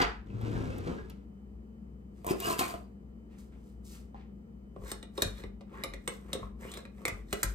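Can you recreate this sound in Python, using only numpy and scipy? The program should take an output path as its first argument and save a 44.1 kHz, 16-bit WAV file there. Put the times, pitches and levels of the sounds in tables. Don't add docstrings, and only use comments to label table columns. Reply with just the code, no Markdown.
import sys
import numpy as np
from scipy import signal
from scipy.fft import rfft, irfft, next_fast_len
from scipy.io import wavfile
from scipy.ndimage import uniform_filter1d, map_coordinates

SR = 44100
rng = np.random.default_rng(int(sys.argv[2]) if len(sys.argv) > 2 else 0)


def generate_wav(sig):
    pcm = np.round(np.clip(np.atleast_2d(sig).T, -1, 1) * 32767).astype(np.int16)
    wavfile.write(sys.argv[1], SR, pcm)


N = 332514
T = np.arange(N) / SR

# pitch_hz, level_db, t60_s (time to fade 60 dB)
STEEL_MODES = [(1700, -2, .02), (1950, 1, .02), (2130, 1, .018), (2430, -1, .02), (2950, -5, .025),
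               (3380, -4, .025), (3700, 2, .018), (4030, 1, .018), (5170, -8, .025)]
EDGE_MODES = [(5670, 3, 0.022), (7100, 5, 0.0073), (7640, -1, 0.02), (8220, -4, 0.075), (8410, 4, 0.04),
              (11590, 3, 0.051)]
PLATE_MODES = [(407, 10, 0.038), (525.7, 8, 0.033), (677, -7, 0.054), (926, -2.5, 0.038),
               (1107, 2.5, 0.039)]
# start_s, level_db, edge_db and plate_db (both relative to level_db),
# blade_pitch_hz, edge_pitch_hz, plate_pitch_hz
TAPS = [(4.76, -64, -17, 19, 1700, 7640, 406), (4.9159, -32, -5.5, -12, 3680, 8610, 1110),
        (5.0278, -42, -17.5, -10.5, 3730, 8450, 515), (5.1776, -33, -15.5, -2, 3730, 8200, 530),
        (5.2207, -22, -3.5, -9, 4160, 6870, 530), (5.4377, -41, -27, -7, 1740, 7840, 397),
        (5.6092, -45.5, -31, -9, 2120, 7400, 416), (5.8369, -31.5, -6, -1, 2380, 11230, 1195),
        (5.937, -38, -14.5, -10, 1960, 6040, 543), (6.0767, -29.5, -9, -8, 2580, 8320, 1115),
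        (6.331, -29.5, -8, -10.5, 4030, 8650, 433), (6.3494, -53, -1, 14.5, 1700, 7800, 492),
        (6.4268, -53.5, -26, 9, 1430, 6840, 960), (6.717, -44, -6, -30, 3750, 7200, 500),
        (6.7382, -38.5, -11, -22, 3620, 9270, 528), (6.773, -35.5, -15, -11, 2160, 6900, 950),
        (6.8523, -42, -26, -8, 2180, 8270, 540), (7.053, -28.5, -6, -12.5, 2277, 8860, 406),
        (7.0802, -29.5, -8, -7, 1990, 8400, 1146), (7.328, -26.5, -5.5, -7.5, 2100, 8100, 418),
        (7.431, -26.5, 2.5, -8.5, 1660, 11700, 353)]
FIRM_TAP_DB, LIGHT_TAP_DAMPING = -20, .2
CRUNCH_DB, CRUNCH_S = -15.5, .0079


def taps():
    s, db, edge_db, plate_db, steel_hz, edge_hz, plate_hz = np.transpose(TAPS)
    blade_db = db + LIGHT_TAP_DAMPING * (db - FIRM_TAP_DB)
    blade = blows(s, blade_db, STEEL_MODES, 2.5, .001516, .011, steel_hz, 6.4)
    blade = blade + band(cracks(s, db + 6, .0015), 1100, 2600)
    edge = blows(s, db + edge_db, EDGE_MODES, 1.1, .00037, .0046, edge_hz, 24)
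    edge = edge + band(cracks(s, db + edge_db + 5.5, .0057), 5430, 12800)
    plate = blows(s + .00307, db + plate_db, PLATE_MODES, .48, .0044, .0344, plate_hz, 6.1)
    crunch = band(cracks(s + .005, db + CRUNCH_DB, CRUNCH_S) * grit(2500, 2.5), 670, 5000)
    return blade + edge + plate + crunch


# full_pressure_s, rise_s, hold_s,
# then blade_db, edge_hiss_db, plate_db, all three before the mix gains in scrape()
DRAGS = [(4.849, 0.074, 0.045, -60, -64.5, -60), (4.895, 0.054, 0.0097, -45, -52.5, -57),
         (5.176, 0.041, 0.1, -48, -57, -55), (5.387, 0.062, 0.0087, -43.5, -60, -55.5),
         (5.741, 0.069, 0.13, -66, -72, -55), (6.121, 0.11, 0.024, -52.5, -60, -62),
         (6.305, 0.16, 0.14, -71, -69.5, -56.5), (6.613, 0.028, 0.17, -57.5, -60.5, -54),
         (6.981, 0.063, 0.21, -68, -70, -61), (7.318, 0.049, 0.097, -46, -58, -67),
         (7.457, 0.025, 0.0558, -53, -57, -57)]
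DRAG_FALL_S = .075


def scrape():
    steel = .23 * unit(bend(ring(grit(2500, 3), STEEL_MODES), .014))
    edge = .47 * unit(bend(ring(grit(3000, 2), EDGE_MODES), .013))
    edge = edge + .7 * unit(band(grit(8000, 2), 4900, 12800))
    plate = 1.54 * unit(bend(ring(grit(3000, 8.9), PLATE_MODES), .0487))
    plate = plate + .5 * unit(band(grit(6960, 3.5), 730, 2200))
    at, rise, hold, *levels = np.transpose(DRAGS)
    parts = zip(levels, (steel, edge, plate))
    return sum(swell(at, rise, hold, DRAG_FALL_S, level) * part for level, part in parts)


# full_pressure_s, hold_s, level_db,
# pitch_hz (at full pressure), climb_hz_per_s
STROKES = [(4.854, 0.047, -63.5, 1318, 15000), (5.743, .08, -62.5, 1099, 9000),
           (6.628, .15, -60.5, 1986, 13500)]
STROKE_RISE_S, STROKE_FALL_S = .04, .05


def strokes():
    slow = signal.lfilter([1], [1, -.975], grit(6200, 2.9))
    chatter = 0
    for start, hold, level_db, hz, climb in STROKES:
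        pitch = hz + climb * np.clip(T - start, -STROKE_RISE_S, hold)
        tone = slow * np.sin(2 * np.pi * np.cumsum(pitch) / SR)
        chatter = chatter + unit(tone) * swell(start, STROKE_RISE_S, hold, STROKE_FALL_S, level_db)
    return chatter + undb(-28) * ring(chatter, STEEL_MODES + PLATE_MODES)


# pitch_hz, level_db, t60_s
WOOD_MODES = [(380, -2, 0.064), (466, 5, 0.033), (710, 7.5, 0.03), (963, -1.5, 0.037), (1084, 3.5, 0.048)]
# start_s, level_db,
# treble_db and wood_db (both relative to level_db), wood_pitch_hz
KNOCKS = [(0.0034, -24.5, -25, 4.5, 360), (0.0171, -10.5, -29.5, -19, 365), (0.0242, -27, -13.5, 4, 460),
          (0.413, -37.5, -17, -2.5, 420), (0.782, -40, -3.5, -7, 447), (0.8735, -30.5, -38, -1, 370),
          (1.0983, -34, -12, -28, 900), (2.2455, -44.5, 0, 6, 710), (2.266, -32.5, 3, -4.5, 440),
          (2.308, -29.5, -15.5, 8, 385.7), (2.334, -41, -31, 10.5, 370), (2.4017, -25.5, -2, -33.5, 900),
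          (2.592, -22, -15.5, -12, 721), (2.609, -36, -29, 12.5, 370), (2.74, -38.5, -28, 5, 450),
          (4.145, -63, -31, 13.5, 840)]
# pitch_hz, level_db (relative)
SETTLE_TONE = [(40, -11.5), (400, -13), (1500, -0.5), (5000, -23.5), (15500, -50.5)]
SETTLE_DB, SETTLE_FALL_S = -24.5, .097


def knocks():
    s, db, treble_db, wood_db, wood_hz = np.transpose(KNOCKS)
    sharp = band(cracks(s, db - 9, .0086), 720, 4300)
    treble = band(cracks(s, db + treble_db, .0035), 7500, 19845)
    wood = blows(s, db + wood_db, WOOD_MODES, 2.7, .0025, .087, wood_hz, 9.3)
    settle = undb(SETTLE_DB - 20 * T / SETTLE_FALL_S) * colour(grit(6000, 2.5), SETTLE_TONE)
    return sharp + treble + wood + settle


# start_s, level_db, pitch_hz
CLINKS = [(.0162, -24, 4650), (0.301, -48.5, 2573), (0.559, -31.5, 1600), (0.721, -44, 2640),
          (.984, -35, 1640), (1.1, -63, 2935), (2.288, -30.5, 2437), (2.308, -41, 5020),
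          (2.47, -44.5, 4850), (2.609, -64, 2384), (2.611, -37, 4050)]
CLINK_T60_S = .03


def clinks():
    return sum(blows([s], [db], [(hz, 0, CLINK_T60_S)], 0, .0065, 0) for s, db, hz in CLINKS)


def rattle():
    notes = np.transpose(CLINKS)[2]
    pieces = sum(ring(grit(20, 3), [(hz, 0, 2 * CLINK_T60_S)]) for hz in notes)
    return unit(bend(pieces, .03))


# full_pressure_s, rise_s, hold_s, fall_s, rasp_db (before rattle), wood_db
RAKE = [(2.266, 0.0064, 0.016, 0.052, -53.5, -43), (2.305, 0.043, 0.014, 0.026, -40.5, -36.5),
        (2.458, 0.081, 0.072, 0.042, -36.5, -34), (2.593, 0.0093, 0.0026, 0.035, -29.5, -38.5),
        (2.619, 0.07, 0.071, 0.098, -43.5, -43)]
# pitch_hz, level_db (relative)
RAKE_TONE = [(600, -25), (1100, -1), (2500, -9.5), (5500, -14), (8500, -10.5), (14000, -14), (15500, -12)]


def cutlery():
    *shape, rasp_db, wood_db = np.transpose(RAKE)
    rasp = colour(grit(3500, .83), RAKE_TONE) + undb(-7) * rattle()
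    wood = unit(bend(ring(grit(2000, 6.1), WOOD_MODES), .06))
    return swell(*shape, rasp_db) * rasp + swell(*shape, wood_db) * wood


# time_s, rumble_db
DRAWER = [(.26, -54.5), (.41, -44), (.44, -37.5), (.57, -35.5), (.83, -40.5), (.88, -34.5), (.97, -42.5),
          (1.03, -48.5), (1.25, -64.5)]
# pitch_hz, level_db (relative)
DRAWER_TONE = [(90, -4.5), (140, -4), (430, -7.5), (700, -23), (1500, -24), (3000, -59.5)]
RUNNER_TONE = [(500, -25.5), (800, 1.5), (1500, 7), (2600, 3.5), (8000, -10.5), (14000, -21), (15500, -43)]
RUNNER_DB = -18
# time_s, pitch_hz
BOOM_PITCH = [(.3, 111.9), (.62, 111.1), (.8, 95.5), (.95, 69.5)]
BOOM_S, BOOM_RISE_S, BOOM_HOLD_S, BOOM_FALL_S = .345, .071, .66, .046
BOOM_DB, BOOM_SAG_DB_PER_S, BOOM_WAVER_TOP_HZ = -36, 17, 24


def drawer():
    rumble = undb(np.interp(T, *np.transpose(DRAWER), left=-150, right=-150))
    hiss = undb(RUNNER_DB) * colour(grit(5000, 1.5), RUNNER_TONE)
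    runners = colour(grit(2000, 2.2), DRAWER_TONE) + hiss
    pitch = np.interp(T, *np.transpose(BOOM_PITCH))
    waver = 1 + .42 * unit(band(rng.standard_normal(N), 2.2, BOOM_WAVER_TOP_HZ))
    boom = unit(waver * np.sin(2 * np.pi * np.cumsum(pitch) / SR))
    loudness = swell(BOOM_S, BOOM_RISE_S, BOOM_HOLD_S, BOOM_FALL_S, BOOM_DB)
    loudness = loudness * undb(-BOOM_SAG_DB_PER_S * (T - BOOM_S))
    return rumble * runners + loudness * boom


# full_strength_s, rise_s, hold_s, dull_db, thin_db
RUSTLE = [(2.17, 0.067, 0.043, -77, -77), (3.385, 0.013, 0.013, -72, -65.5),
          (3.524, 0.0091, 0.016, -71, -102), (3.674, 0.19, 0.028, -84, -74.5),
          (3.853, 0.016, 0.066, -82, -61.5), (3.94, 0.065, 0.013, -64, -60.5),
          (3.317, .038, 0.03, -70, -79.5), (4.156, 0.017, 0.047, -65.5, -96.5)]
RUSTLE_FALL_S = .098


def sleeves():
    *shape, dull_db, thin_db = np.transpose(RUSTLE)
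    dull = unit(band(grit(11000, 1.1), 630, 2660))
    thin = unit(band(grit(7200, .22), 3500, 12000))
    return swell(*shape, RUSTLE_FALL_S, dull_db) * dull + swell(*shape, RUSTLE_FALL_S, thin_db) * thin


# start_s, sway_db, thud_db (strength of the shove)
PUSHES = [(.02, -47, -40), (4.797, -51.5, -37.5), (5.256, -49, -25.5), (5.448, -56, -37),
          (5.884, -51.5, -49), (6.422, -52, -34.5), (7.122, -48.5, -32.5), (7.443, -40, -28)]
# pitch_hz, level_db, t60_s
COUNTER_MODES = [(51, 11.5, 1)]
THUD_MODES = [(99, -5.5, 0.21), (145, 0.5, 0.038)]


def counter():
    s, *levels = np.transpose(PUSHES)
    shove = np.zeros((2, N))
    shove[:, (s * SR).astype(int)] = undb(levels)
    sway, thud = uniform_filter1d(shove, size=150)
    return ring(sway, COUNTER_MODES) + ring(thud, THUD_MODES)


# pitch_hz, width_hz (how fast each wanders), level_db
FRIDGE = [(60.5, 3.2, -52), (199.3, 1, -55), (222.2, 2.9, -59), (3030, 2.3, -88.5)]


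def fridge():
    out = 0
    for hz, width, db in FRIDGE:
        smoothing = np.exp(-np.pi * width / SR)
        drift = signal.lfilter([1], [1, -smoothing], rng.standard_normal((2, N)))
        wander = 4.2 + unit(drift[0]) + 1j * unit(drift[1])
        out = out + undb(db) * unit((wander * np.exp(2j * np.pi * hz * T)).real)
    return out


# pitch_hz, level_db (relative)
AIR_TONE = [(25, -36), (48, -13.5), (71, -15.5), (91, -21.5), (204, -15), (267, -22), (482, -27),
            (537, -35.5), (2770, -57.5), (3090, -64.5), (15500, -69)]
AIR_DB = -53.5


def room_air():
    return undb(AIR_DB) * colour(rng.standard_normal(N), AIR_TONE)


ROOM_T60_S, ROOM_DB = .3, -5.5
ROOM_DULL = .7


def room(x):
    t = np.arange(int(.5 * SR)) / SR
    noise = rng.standard_normal((2, len(t)))
    dull = signal.lfilter([.25], [1, -.75], noise)
    treble = (noise - dull) * .5 * undb(-60 * t * ROOM_DULL / ROOM_T60_S)
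    tail = undb(-60 * t / ROOM_T60_S) * (dull + treble) * (t > .003)
    tail = tail / np.sqrt(np.sum(tail ** 2, axis=1, keepdims=True))
    return undb(ROOM_DB) * signal.fftconvolve(x[None], tail, axes=1)[:, :N]


# pitch_hz, lead_radians
PORT_PHASE = [(0, 0), (250, 0), (480, 0.5), (1100, 1.5), (1700, -4.5), (4300, -5), (5500, -8), (6800, -7.5),
              (8800, -5.5), (12200, -0.94), (15300, -1)]
DRAWER_PHASE = [(0, 1), (500, -1.63), (1000, -2), (1800, -3.5), (4310, -8), (8700, -6), (12200, -0.74),
                (15300, 3.5)]
BASS_LEFT_DB, BASS_HZ = 3.5, 390


def ports(x, phase):
    size = next_fast_len(N + SR // 10)
    f = np.arange(size // 2 + 1) * SR / size
    half_gain = undb(BASS_LEFT_DB / 2 / (1 + (f / BASS_HZ) ** 4))
    lean = half_gain * np.exp(.5j * np.interp(f, *np.transpose(phase)))
    return irfft(rfft(x, size) * np.array([lean, 1 / lean]), size)[:, :N]


def undb(db):
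    return 10 ** (np.asarray(db) / 20)


def unit(x):
    return x / np.sqrt(np.mean(x ** 2))


def colour(x, tone):
    hz, db = np.transpose(tone)
    f = np.maximum(np.arange(N // 2 + 1) * SR / N, 1)
    gain = undb(np.interp(np.log(f), np.log(hz), db))
    return unit(irfft(rfft(x) * gain, N))


def band(x, lo_hz, hi_hz):
    return signal.sosfilt(signal.butter(2, [lo_hz, hi_hz], "band", fs=SR, output="sos"), x)


def grit(rate, spread_db):
    hit = rng.random(N) < rate / SR
    flurry = unit(band(rng.standard_normal(N), 35, 130))
    return unit(hit * rng.standard_normal(N) * undb(spread_db * flurry))


def ring(force, modes):
    out = 0
    for hz, db, t60 in modes:
        r = np.exp(-np.log(1000) / (t60 * SR))
        w = 2 * np.pi * hz / SR
        out = out + undb(db) * signal.lfilter([0, np.sin(w)], [1, -2 * r * np.cos(w), r * r], force)
    return out


def blows(s, db, modes, scatter_db, chatter_s, detune, spot_hz=None, focus_db=0):
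    hz, mode_db, t60 = np.transpose(modes)[:, :, None]
    out, t = np.zeros(N + SR), np.arange(SR // 3) / SR
    for k, start in enumerate((np.asarray(s) * SR).astype(int)):
        scatter, shift = rng.standard_normal((2, len(modes), 1))
        octaves_off = 0 if spot_hz is None else np.abs(np.log2(hz / spot_hz[k]))
        gain = undb(db[k] + mode_db + scatter_db * scatter - focus_db * octaves_off - 60 * t / t60)
        tuned = hz * (1 + detune * shift)
        if spot_hz is not None:
            tuned[np.argmin(octaves_off)] = spot_hz[k]
        rings = np.sum(gain * np.sin(2 * np.pi * tuned * t), axis=0)
        chatter = rng.standard_normal(2000) * np.exp(-t[:2000] / chatter_s)
        chatter = chatter / np.linalg.norm(chatter)
        out[start:start + len(t)] += signal.fftconvolve(rings, chatter)[:len(t)]
    return out[:N]


def cracks(s, db, decay_s):
    contact = np.zeros(N)
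    contact[(np.asarray(s) * SR).astype(int)] = undb(db)
    return signal.lfilter([1], [1, -np.exp(-1 / (decay_s * SR))], contact) * rng.standard_normal(N)


def swell(s, rise_s, hold_s, fall_s, db):
    out = 0
    for start, rise, hold, fall, top in np.broadcast(s, rise_s, hold_s, fall_s, db):
        before = (start - T) / max(rise, 1 / SR)
        after = (T - start - hold) / max(fall, 1 / SR)
        out = out + undb(top - 20 * np.clip(np.maximum(before, after), 0, 10))
    return out


def bend(x, share):
    drift = unit(band(rng.standard_normal(N), 1, 6))
    return map_coordinates(x, [np.arange(N) + share * np.cumsum(drift)], order=1, mode="mirror")


def scene():
    serving = taps() + scrape() + strokes() + sleeves()
    unpacking = knocks() + clinks() + cutlery() + drawer()
    steady = counter() + fridge() + room_air()
    direct = ports(serving + steady, PORT_PHASE) + ports(unpacking, DRAWER_PHASE)
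    apart = .94 * band(room_air(), 370, 14000) * np.array([[1], [-1]])
    echoes = room(band(serving + unpacking, 220, 10000))
    return direct + apart + np.array([bend(port, .01192) for port in echoes])


def record(dry):
    bass_cut = signal.sosfilt(signal.butter(5, 35, "high", fs=SR, output="sos"), dry)
    return signal.sosfilt(signal.ellip(10, .2, 80, 15757, fs=SR, output="sos"), bass_cut)


dry = scene()
out = record(dry)
generate_wav(out)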